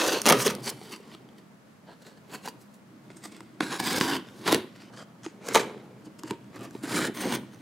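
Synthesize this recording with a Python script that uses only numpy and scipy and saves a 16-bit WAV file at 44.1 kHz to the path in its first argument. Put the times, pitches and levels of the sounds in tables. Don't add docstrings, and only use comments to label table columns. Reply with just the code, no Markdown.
import sys
import numpy as np
from scipy import signal
from scipy.fft import rfft, irfft
from scipy.io import wavfile

SR = 44100
rng = np.random.default_rng(int(sys.argv[2]) if len(sys.argv) > 2 else 0)


def makeup_ratio(level_db):
    decades = np.asarray(level_db, float) / 20
    return 10 ** decades


def pcm_store(signal):
    levels = np.round(np.clip(np.atleast_2d(signal), -1, 1) * 32767)
    wavfile.write(sys.argv[1], SR, levels.astype(np.int16).T)


N = 335601
BOOM_HZ, EDGE_HZ = 650, 4750
SHIFT_S = 0.07

# time in seconds, level in dB.
HAND = [(0.0, -49.5), (.55, -42.5), (.8, -54), (1.1, -60), (1.35, -57.5), (1.7, -74), (2.2, -64),
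        (2.55, -57.5), (2.75, -70.5), (3.2, -54), (3.55, -56), (4.6, -54), (5.1, -60.5), (5.75, -51),
        (6.15, -59), (6.7, -52), (7.61, -54)]


def rms_one(x):
    return x / np.sqrt(np.mean(x ** 2) + 1e-20)


def at_hz(points, hz):
    table_hz, values = np.array(points).T
    return np.interp(np.log(hz + 1), np.log(table_hz), values)


def drift(rate_hz):
    r = np.exp(-2 * np.pi * rate_hz / SR)
    slow = signal.lfilter([1], [1, -2 * r, r * r], rng.standard_normal(N + SR))
    return rms_one(slow[SR:])


def band_filter(order, hz, kind, x):
    return signal.sosfilt(signal.butter(order, hz, kind, fs=SR, output="sos"), x)


def three_ways(boom, rub, hiss):
    return np.array([band_filter(3, BOOM_HZ, "low", boom),
                     band_filter(3, [BOOM_HZ, EDGE_HZ], "band", rub),
                     band_filter(3, EDGE_HZ, "high", hiss)])


def minimum_phase(power):
    cepstrum = irfft(np.log(power) / 2)
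    size = len(cepstrum)
    cepstrum[1:size // 2] *= 2
    cepstrum[size // 2 + 1:] = 0
    return irfft(np.exp(rfft(cepstrum)))


def box_response(panels, top_db, low_db, chance, size=4096):
    # frequency in Hz, density in dB per Hz.
    card = [(60, -33.5), (193, -0.5), (427, -3), (621, -8), (991, -3.5), (6740, -12.5), (11500, -18),
            (16000, -26.5)]
    hz = np.arange(size // 2 + 1) * SR / size
    tops_db = np.mean([peak_db - at_hz(card, centre_hz) for centre_hz, _, peak_db in panels])
    patch = np.clip(chance[:, 2], -1.4, 1.4)
    patch_at_hz = np.interp(np.sqrt(hz / SR * 2), np.linspace(0, 1, len(chance)), patch)
    patches_db = 4.7 / (1 + hz / 9000) * patch_at_hz
    valley_db = 4.0
    power = makeup_ratio(at_hz(card, hz) + tops_db - valley_db + patches_db) ** 2
    for (centre_hz, width_hz, peak_db), (slide, swell, _) in zip(panels, chance):
        half_width_hz = 0.52 * max(width_hz, 0.047 * centre_hz)
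        off = (hz - centre_hz * (1 + 0.041 * slide)) / half_width_hz
        power = power + makeup_ratio(peak_db + 0.87 * swell) ** 2 / (1 + off ** 2) ** 1.2
    top_shade = top_db * np.clip(np.log2((hz + 1) / 8000), 0, 1) * 2
    low_shade = low_db * np.clip(np.log2(330 / (hz + 1)) * 2, 0, 1)
    return minimum_phase(power * makeup_ratio(top_shade + low_shade) ** 2)


def box_rings():
    # frequency in Hz, width in Hz, peak in dB.
    far_panels = [
        [(531, 110, 3), (1090, 14, -3.5), (1500, 300, -3.5), (2680, 170, -3), (3260, 150, -16), (4560, 250, -6),
         (6030, 27, -7)],
        [(407, 14, -2), (560, 100, -5), (980, 10, -11.5), (1200, 15, -7.5), (2763, 13, -11), (5570, 16, -13.5),
         (6700, 95, -15), (8900, 31, -17.5)],
        [(337, 140, -4.5), (3070, 140, -7), (4720, 68, -5), (5900, 60, -16), (7300, 120, -12), (10250, 71, -17)],
    ]
    right_panels = [
        [(1720, 270, 2.5), (3040, 150, -2), (4320, 570, -2.5), (6030, 64, -30), (7580, 120, -10)],
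        [(940, 48, 4), (1900, 100, -2), (4400, 200, 0), (7500, 76, -6)],
        [(301, 45, 28), (2040, 85, 5), (4900, 64, -2), (5860, 42, -47), (7100, 55, -4.5), (8460, 270, -0.5)],
        [(320, 68, -3.5), (980, 67, -16), (1560, 140, -4), (4080, 180, -12.5), (6790, 94, -20), (7600, 78, -17),
         (8600, 32, -26), (9950, 43, -18)],
        [(336, 140, -8), (950, 130, -8), (1603, 60, -1), (2170, 37, -6), (3650, 1200, -12), (4880, 180, -8.5),
         (7060, 75, -28), (8250, 130, -16)],
        [(277.3, 100, 3.5), (790, 38, -5), (1010, 99, -1.5), (1570, 190, -2), (2070, 260, -9.5),
         (3600, 520, -14), (5050, 84, -6.5)],
        [(324, 160, 0), (1000, 180, -13.5), (1440, 85, -15.5), (2840, 77, -37), (3920, 1000, -21.5)],
        [(216, 42, -1), (1910, 130, -28), (2340, 67, -24), (2970, 200, -20), (4760, 68, -23)],
        [(1360, 600, 14), (3200, 120, 8), (4500, 110, -2), (5670, 44, -41), (6630, 56, -24.5)],
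    ]
    left_panels = [
        [(329, 60, 3), (6840, 110, -34.5), (7000, 600, -22)],
        [(435, 130, 8), (950, 500, 3.5), (2340, 300, 3), (4700, 31, -7), (7070, 300, -6)],
        [(298, 140, 9), (920, 54, -2), (3050, 130, -15), (4710, 88, -33), (7000, 110, -18)],
        [(280, 103, 8), (1200, 56, -8), (5300, 57, -34), (7100, 55, -24), (9300, 110, -36), (11000, 54, -37)],
        [(280, 150, 1.5), (1440, 49, -7), (1660, 90, -8), (2270, 99, -11), (3540, 35, -24), (4100, 140, -16.5),
         (6830, 700, -11), (9200, 900, -13)],
        [(288, 116, -3), (974, 53, -18), (1490, 40, -8), (2100, 340, -12.5), (3430, 55, -33), (3950, 110, -15),
         (6130, 670, -7.5), (8400, 1100, -5)],
    ]
    place_from_s = [.24, .59, 1.5, 2.24, 2.8, 3.58, 3.81, 4.0, 4.35, 4.72, 4.9, 5.15, 5.35, 6.0, 6.5, 6.8,
                    7.13]
    bass_db = [-8.5, 4, -2.5, -5, -4.5, 5.3, 1, 6, 0.5, .1, -6, -2, -8, -4, -2, 1, -2.2, 1.2]
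    treble_db = [-0.5, 2, 1.5, 0.5, 1.5, -1, -2, 2.5, 0, 1, -2, -8, -11, -3, -4, 1, 2, 10.5]
    panels = far_panels + right_panels + left_panels
    step_s = np.arange(0, N / SR, SHIFT_S)
    place = np.searchsorted(place_from_s, step_s + SHIFT_S / 2)
    by_step = rng.standard_normal((len(step_s), 60, 3))
    by_place = rng.standard_normal((len(treble_db), 60, 3))
    chance = 0.8 * by_step + 0.6 * by_place[place]
    return np.array([box_response(panels[k], treble_db[k], bass_db[k], c) for k, c in zip(place, chance)])


def through_box(boom, rub, hiss, rings, measure):
    parts = three_ways(boom, rub, hiss)
    scales = measure(three_ways(rings, rings, rings))
    out = np.zeros(N + SR)
    step = round(SHIFT_S * SR)
    for k, ring in enumerate(rings):
        force = (parts[:, k * step:(k + 1) * step] / scales[:, k, None]).sum(axis=0)
        rung = signal.fftconvolve(force, ring)
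        out[k * step:k * step + len(rung)] += rung
    return out[:N]


def strokes():
    # time in seconds, rubbing level in dB, blade depth in dB.
    far_cuts = [
        [(0.0, -28.5, 0), (.085, -28, 0.5), (.182, -32.5, 1.5), (.207, -43, 2), (.23, -49, -6), (.252, -35, 4)],
        [(.254, -43, 13), (.262, -22, 4.3), (.283, -24, 4), (.3, -23, 11), (.312, -25.5, 10), (.328, -23, 9),
         (.36, -35, 6.5), (.41, -30, -3), (.43, -30.5, -2.5), (.445, -38, -1.5)],
        [(.445, -32.5, -4), (.456, -28.5, -2), (.468, -25, -3.5), (.485, -32, 6), (.505, -32.5, -1),
         (.56, -58, 15), (.61, -62, -11)],
        [(.62, -54, -4), (.64, -50, -9), (.678, -31.5, 0), (.702, -42.5, -11.5), (.715, -47.5, 16.5),
         (.77, -80, 3)],
    ]
    right_cuts = [
        [(3.604, -32, 7), (3.612, -38, 6.5), (3.64, -38.5, 3), (3.7, -43, 3), (3.73, -35.5, 0.5),
         (3.76, -38, 3), (3.79, -46.5, -1), (3.815, -37, 9)],
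        [(3.815, -41, 2.5), (3.85, -32, 0.5), (3.9, -32.5, -1.5), (3.93, -31, 1), (3.945, -32.5, 6.5),
         (3.962, -30, 0.5), (3.988, -30, -0.5), (4.0, -40, 12)],
        [(4.0, -34, -4), (4.02, -28, 2.5), (4.06, -32, 2.5), (4.13, -31, 4.5), (4.165, -35, 3),
         (4.205, -54.5, 12.5), (4.3, -69, 13)],
        [(4.36, -55, 3), (4.434, -53, 2), (4.465, -36, 2.5), (4.479, -24, 2), (4.495, -29, 4), (4.515, -29, 2),
         (4.545, -27, 5.5), (4.578, -39, 7), (4.68, -67, 19.5)],
        [(1.86, -70, 8), (1.875, -59, 11), (1.935, -58.5, 6), (1.96, -76, 5)],
        [(4.925, -66, -7), (4.938, -52, 3), (4.958, -62, -4), (4.975, -48, -0.5), (5.028, -50, 0),
         (5.045, -63, -4)],
    ]
    left_cuts = [
        [(5.41, -62, 8), (5.468, -40, 0), (5.48, -45, -1), (5.488, -35, 1), (5.497, -46, 2), (5.523, -37, 9),
         (5.54, -42.5, -11)],
        [(5.54, -44, 1), (5.547, -23, -6), (5.552, -28, 6), (5.558, -21.5, 4.5), (5.572, -23, 5.5),
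         (5.588, -33, 2), (5.599, -30, 2), (5.64, -43, 7.5), (5.82, -69.5, 16.5)],
        [(6.826, -58, -1), (6.835, -44, -3), (6.87, -43.5, 4.5), (6.9, -37, 1), (6.94, -32.5, 2),
         (6.974, -29, 1), (7.02, -32, 2.5), (7.075, -34.5, 2.5), (7.095, -46, 17), (7.13, -69, 20)],
        [(7.135, -60, 6), (7.147, -45, -1), (7.19, -42.5, 3), (7.21, -33, 1), (7.235, -38.5, 4),
         (7.27, -36.5, 9), (7.3, -35.5, 7), (7.352, -30, 2.5), (7.395, -58.5, 21), (7.45, -69.5, 24)],
        [(6.53, -61, 7), (6.565, -49, 7), (6.585, -51, 10), (6.61, -48.5, 10), (6.65, -44, 4), (6.69, -61, 15)],
    ]
    # peak in seconds, rise in seconds, fall in seconds, rubbing level in dB, blade depth in dB.
    scrapes = [(.85, 0.15, 0.074, -50.5, -1.5), (0.929, 0.053, 0.054, -41.5, 0),
               (1.139, 0.24, 0.05, -53.5, 4), (1.385, .015, .025, -58, 0.5), (2.025, 0.033, .02, -59, -1),
               (2.075, 0.06, 0.073, -51, 1.5), (2.175, .012, .02, -59.5, -1.5),
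               (2.348, 0.044, 0.032, -37, 2.5), (2.461, .03, .025, -39, 1), (2.487, .014, .014, -37, 0),
               (2.615, 0.03, 0.05, -61.5, -8), (3.104, 0.0087, 0.071, -55.5, 3.5),
               (3.169, 0.011, 0.033, -53.5, -6), (3.24, 0.0094, .03, -44, -5),
               (3.255, .03, 0.03, -43, -2.5), (3.322, .015, 0.023, -48, 0), (3.36, 0.11, 0.15, -55.5, 3.5),
               (4.385, 0.49, 0.063, -59, 0), (4.831, 0.15, 0.11, -53.5, 4),
               (5.243, 0.014, 0.061, -44.5, -1), (6.07, 0.02, 0.052, -57, 14.5),
               (6.058, .015, .02, -61, -8), (2.745, .04, .04, -67, -8), (6.193, 0.0098, 0.016, -49, -4),
               (6.25, 0.026, 0.044, -50, 13), (6.282, 0.03, 0.02, -46, -2), (6.303, 0.012, 0.019, -46, -2),
               (3.8, 0.009, 0.014, -28.5, -0.5), (2.95, 0.19, 0.11, -77, 29), (6.318, 0.03, 0.054, -47, 15),
               (6.75, 0.081, 0.25, -56, 0.5), (7.53, 0.054, 0.26, -59.5, 5)]
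    t = np.arange(0, N + 32, 32) / SR
    hand_db = np.interp(t, *np.transpose(HAND))
    power = makeup_ratio(hand_db + np.array([[0], [-13], [-29]])) ** 2
    moves = []
    for s, db, depth in map(np.transpose, far_cuts + right_cuts + left_cuts):
        moves.append((np.interp(t, s, db, -200, -200), np.interp(t, s, depth)))
    fade_db, curve = 18, 0.86
    for peak_s, rise_s, fall_s, db, depth in scrapes:
        away = np.maximum((peak_s - t) / rise_s, (t - peak_s) / fall_s)
        moves.append((db - fade_db * np.minimum(away, 4) ** curve, depth))
    for db, depth in moves:
        boom_db = db - 0.83 + 0.91 * depth
        hiss_db = db - 4 - 1.1 * depth
        power += makeup_ratio([boom_db, db + 0 * t, hiss_db]) ** 2
    return np.array([np.interp(np.arange(N) / SR, t, gain) for gain in np.sqrt(power)])


def grit(per_s, spread_db, smooth):
    sizes = makeup_ratio(spread_db * np.minimum(rng.exponential(1, N), 4)) * rng.choice([-1, 1], N)
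    clicks = rms_one(sizes * (rng.random(N) < per_s / SR))
    return rms_one(clicks + smooth * rng.standard_normal(N))


def sawing(rings):
    boom, rub, hiss = strokes() * makeup_ratio(0.66 * drift(53))
    coarse = grit(per_s=700, spread_db=2.0, smooth=0.39)
    fine = grit(per_s=3500, spread_db=3.0, smooth=0.72)
    boom = boom * makeup_ratio(0.41 * drift(22)) * coarse
    rub = rub * makeup_ratio(1.7 * drift(120) + 1.3 * drift(25)) * fine
    hiss = hiss * makeup_ratio(1.4 * drift(90)) * fine
    return through_box(boom, rub, hiss, rings, lambda parts: np.sqrt(np.sum(parts ** 2, axis=-1)))


def box_floor():
    # frequency in Hz, width in Hz, level in dB re the hand's boom.
    floor_notes = [(126.8, 12, -2), (205.4, 25, -1), (310, 44, -7)]
    hand_db = np.interp(np.arange(N) / SR, *np.transpose(HAND))
    murmur = np.zeros(N)
    for hz, width_hz, db in floor_notes:
        resonator = signal.iirpeak(hz, hz / width_hz, SR)
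        note = rms_one(signal.lfilter(*resonator, rng.standard_normal(N)))
        murmur += makeup_ratio(db + 3.0 * drift(11)) * note
    return makeup_ratio(hand_db) * murmur


def snaps(rings):
    # time in seconds, peak in dB, dullness in dB, ring in Hz.
    far_snaps = [(.2175, -21, -12, 1430), (.2565, -8, -2, 565), (.2638, -7, -7.5, 2680),
                 (.2697, -7, -2, 560), (.2745, -7.5, 2.5, 580), (.286, -5, -3, 1490), (.2903, -6, -10, 583),
                 (.293, -16.5, 4.5, 1030), (.2985, -6, -8, 630), (.3013, -16.5, 0, 2760),
                 (.3046, -7.5, -4, 900), (.3075, -3, 4, 610), (.318, -22, 6.5, 1200),
                 (.3233, -6.5, -6.5, 1570), (.326, -3, 1, 1320), (.469, -13, 1.5, 2600),
                 (.4785, -11, 3, 4200), (.551, -30.5, -12.5, 1270), (.815, -35.5, 17, 810),
                 (1.149, -31.5, 8, 1256), (.085, -27, -3, 1500), (.962, -39, -7, 1500),
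                 (1.289, -45, 6, 3200)]
    right_snaps = [(2.461, -30, -3, 2100), (2.476, -24, 5, 925), (2.484, -27, -1.5, 980),
                   (3.103, -37, 10, 619), (3.256, -29, 2.5, 694), (3.366, -34, -1, 630),
                   (3.406, -31, 2.5, 940), (3.607, -10.5, 8.5, 1090), (3.8, -17.5, 2, 950),
                   (3.93, -20, -5, 1000), (3.96, -24, 1, 1500), (4.011, -4.5, 9, 1070),
                   (4.287, -38, 4, 3600), (4.478, -12, 4, 1440), (4.523, -13, -6, 1010),
                   (4.527, -5.5, -2, 587), (4.5459, -8, -4.5, 2930), (4.761, -39, 0, 1500),
                   (4.974, -33, 3, 1400)]
    left_snaps = [(5.234, -41, -6, 1140), (5.263, -24, 11.5, 870), (5.487, -19.5, -6.5, 974),
                  (5.5448, -18, -6, 926), (5.5487, -4.5, 1, 610), (5.5548, -3, -2, 700),
                  (5.559, -4.5, 3, 2400), (5.746, -37, 22, 620), (5.778, -45, 2, 3200),
                  (6.235, -28, -3, 1150), (6.309, -17, 2, 920), (6.443, -43, 5, 1500),
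                  (6.56, -41, -5, 1500), (6.593, -45, -7, 1200), (6.61, -43, -8, 1200),
                  (6.633, -42, -7, 1700), (6.651, -38, -7, 1200), (6.709, -36, 0, 1520),
                  (6.751, -31.5, 19, 895), (7.537, -43, 0, 6000), (7.546, -43, 0, 6100)]
    length = 2048
    boom, rub, hiss, spot = np.zeros((4, N + length))
    ms = np.arange(length) * 1000 / SR
    for s, peak_db, dull_db, ring_hz in far_snaps + right_snaps + left_snaps:
        start = round(s * SR)
        here = slice(start, start + length)
        tear = rng.standard_normal(length)
        burst = 0.2 * tear * np.exp(-ms / 1.22)
        burst[0] = np.sign(tear[0])
        boom[start] += burst[0] * makeup_ratio(peak_db - 16 + dull_db)
        rub[here] += burst * makeup_ratio(peak_db - 4.5)
        hiss[here] += burst * makeup_ratio(peak_db - 4.5 - dull_db)
        ring_db = peak_db - 11.5 + 0.28 * dull_db
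        spot[here] += makeup_ratio(ring_db) * np.sin(2 * np.pi * ring_hz * ms / 1000) * np.exp(-ms / 3.2)
    rung = through_box(boom[:N], rub[:N], hiss[:N], rings, lambda parts: np.max(np.abs(parts), axis=-1))
    return spot[:N] + rung


def knocks():
    # time in seconds, peak in dB, frequency in Hz, T60 in seconds.
    blows = [(.455, -21, 430, 0.098), (.463, -9.5, 410, 0.081), (4.488, -19, 420, 0.048),
             (4.834, -36, 320, 0.037), (2.476, -32.5, 950, 0.072), (4.012, -21, 266, 0.061),
             (4.528, -10.5, 295, 0.065), (5.265, -28, 310, 0.035), (3.607, -23, 760, .03),
             (5.5, -30, 270, 0.084), (5.521, -24, 412, .05), (5.545, -17, 7000, .025),
             (5.597, -24, 1800, .03), (5.556, -8.5, 900, 0.089), (5.564, -11, 1200, 0.056),
             (5.558, -16, 457, 0.18), (6.236, -29, 320, 0.099), (6.307, -18, 927, 0.025),
             (6.317, -34, 930, .15), (6.31, -20.5, 394, .05), (6.312, -24, 185, 0.052),
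             (6.752, -26.5, 395, 0.034), (6.836, -22, 290, 0.088), (2.473, -35, 4600, 0.05),
             (2.485, -38, 4700, .06), (6.309, -32, 2300, .03), (1, -37, 440, 0.036), (4.49, -22, 860, 0.05),
             (4.507, -21, 1020, .05), (4.547, -17, 406, .06), (.33, -17, 1280, .08), (4.01, -24, 8050, .02),
             (3.606, -22, 3400, .02), (5.262, -33, 720, .03)]
    twin = 1.045
    out = np.zeros(N + SR)
    t = np.arange(SR // 4) / SR
    for s, peak_db, hz, t60_s in blows:
        envelope = makeup_ratio(peak_db - 60 * t / t60_s) * (1 - np.exp(-t / 0.0017))
        modes = 0.7 * np.sin(2 * np.pi * hz * t) + 0.35 * np.sin(2 * np.pi * hz * twin * t)
        start = round(s * SR)
        out[start:start + len(t)] += envelope * modes
    return out[:N]


def near_surfaces(x):
    taps = rng.standard_normal(2048) * np.exp(-np.arange(2048) / 450)
    coloured = band_filter(1, [500, 9000], "band", x)
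    return signal.fftconvolve(coloured, taps / np.linalg.norm(taps))[:N]


def room(x):
    # frequency in Hz, T60 in seconds.
    decay = [(100, 0.25), (700, 0.06), (2000, 0.57), (6000, 0.1), (15000, 0.42)]
    t = np.arange(SR // 2) / SR
    edges_hz = 60 * 2. ** np.arange(9)
    tail = np.zeros((2, len(t)))
    for low, high in zip(edges_hz, edges_hz[1:]):
        band = band_filter(2, [low, high], "band", rng.standard_normal(tail.shape))
        tail += band * makeup_ratio(-60 * t / at_hz(decay, np.sqrt(low * high)))
    difference = signal.lfilter([1, -1], [1, -0.95], tail[1])
    tail = tail[0] + 0.5 * difference * [[1], [-1]]
    tail *= np.clip((t - 0.004) / 0.017, 0, 1)
    return signal.fftconvolve(x[None], rms_one(tail) / np.sqrt(len(t)), axes=1)[:, :N]


def air():
    # frequency in Hz, density in dB per Hz.
    air_colour = [(15, -79), (25, -35), (92, -24), (105, -14.5), (206, -2.5), (394, -19.5), (624, -15),
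                  (734, -21), (1160, -20.5), (3520, -33.5), (10700, -41), (16000, -46)]
    # frequency in Hz, likeness from 0 to 1.
    likeness = [(60, 0.88), (240, 0.73), (950, 0.13), (3770, 0.14), (15000, 0.24)]
    hz = np.arange(N // 2 + 1) * SR / N
    alike = np.clip(at_hz(likeness, hz), 0, 1)
    mid, side = rfft(rng.standard_normal((2, N))) * makeup_ratio(at_hz(air_colour, hz))
    both = irfft(np.sqrt(1 + alike) * mid + np.sqrt(1 - alike) * side * [[1], [-1]], N)
    return makeup_ratio(-53.5 + 0.55 * drift(12)) * rms_one(both)


def scene():
    rings = box_rings()
    knife = band_filter(3, 100, "high", sawing(rings) + box_floor() + snaps(rings) + knocks())
    pan_db, width_db, room_db = 0.12, -16, -18.5
    direct = knife * makeup_ratio([[-pan_db], [pan_db]])
    direct = direct + makeup_ratio(width_db) * near_surfaces(knife) * [[1], [-1]]
    return direct + makeup_ratio(room_db) * room(knife) + air()


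def band_limit(x):
    return signal.sosfilt(signal.butter(12, 16990, fs=SR, output="sos"), x)


def record(dry):
    rounded = 1.3 * np.tanh(dry / 1.3)
    top_cut = signal.ellip(12, 0.5, 70, 15800, fs=SR, output="sos")
    mix = signal.sosfilt(top_cut, rounded)
    return band_limit(mix)


dry = scene()
out = record(dry)
pcm_store(out)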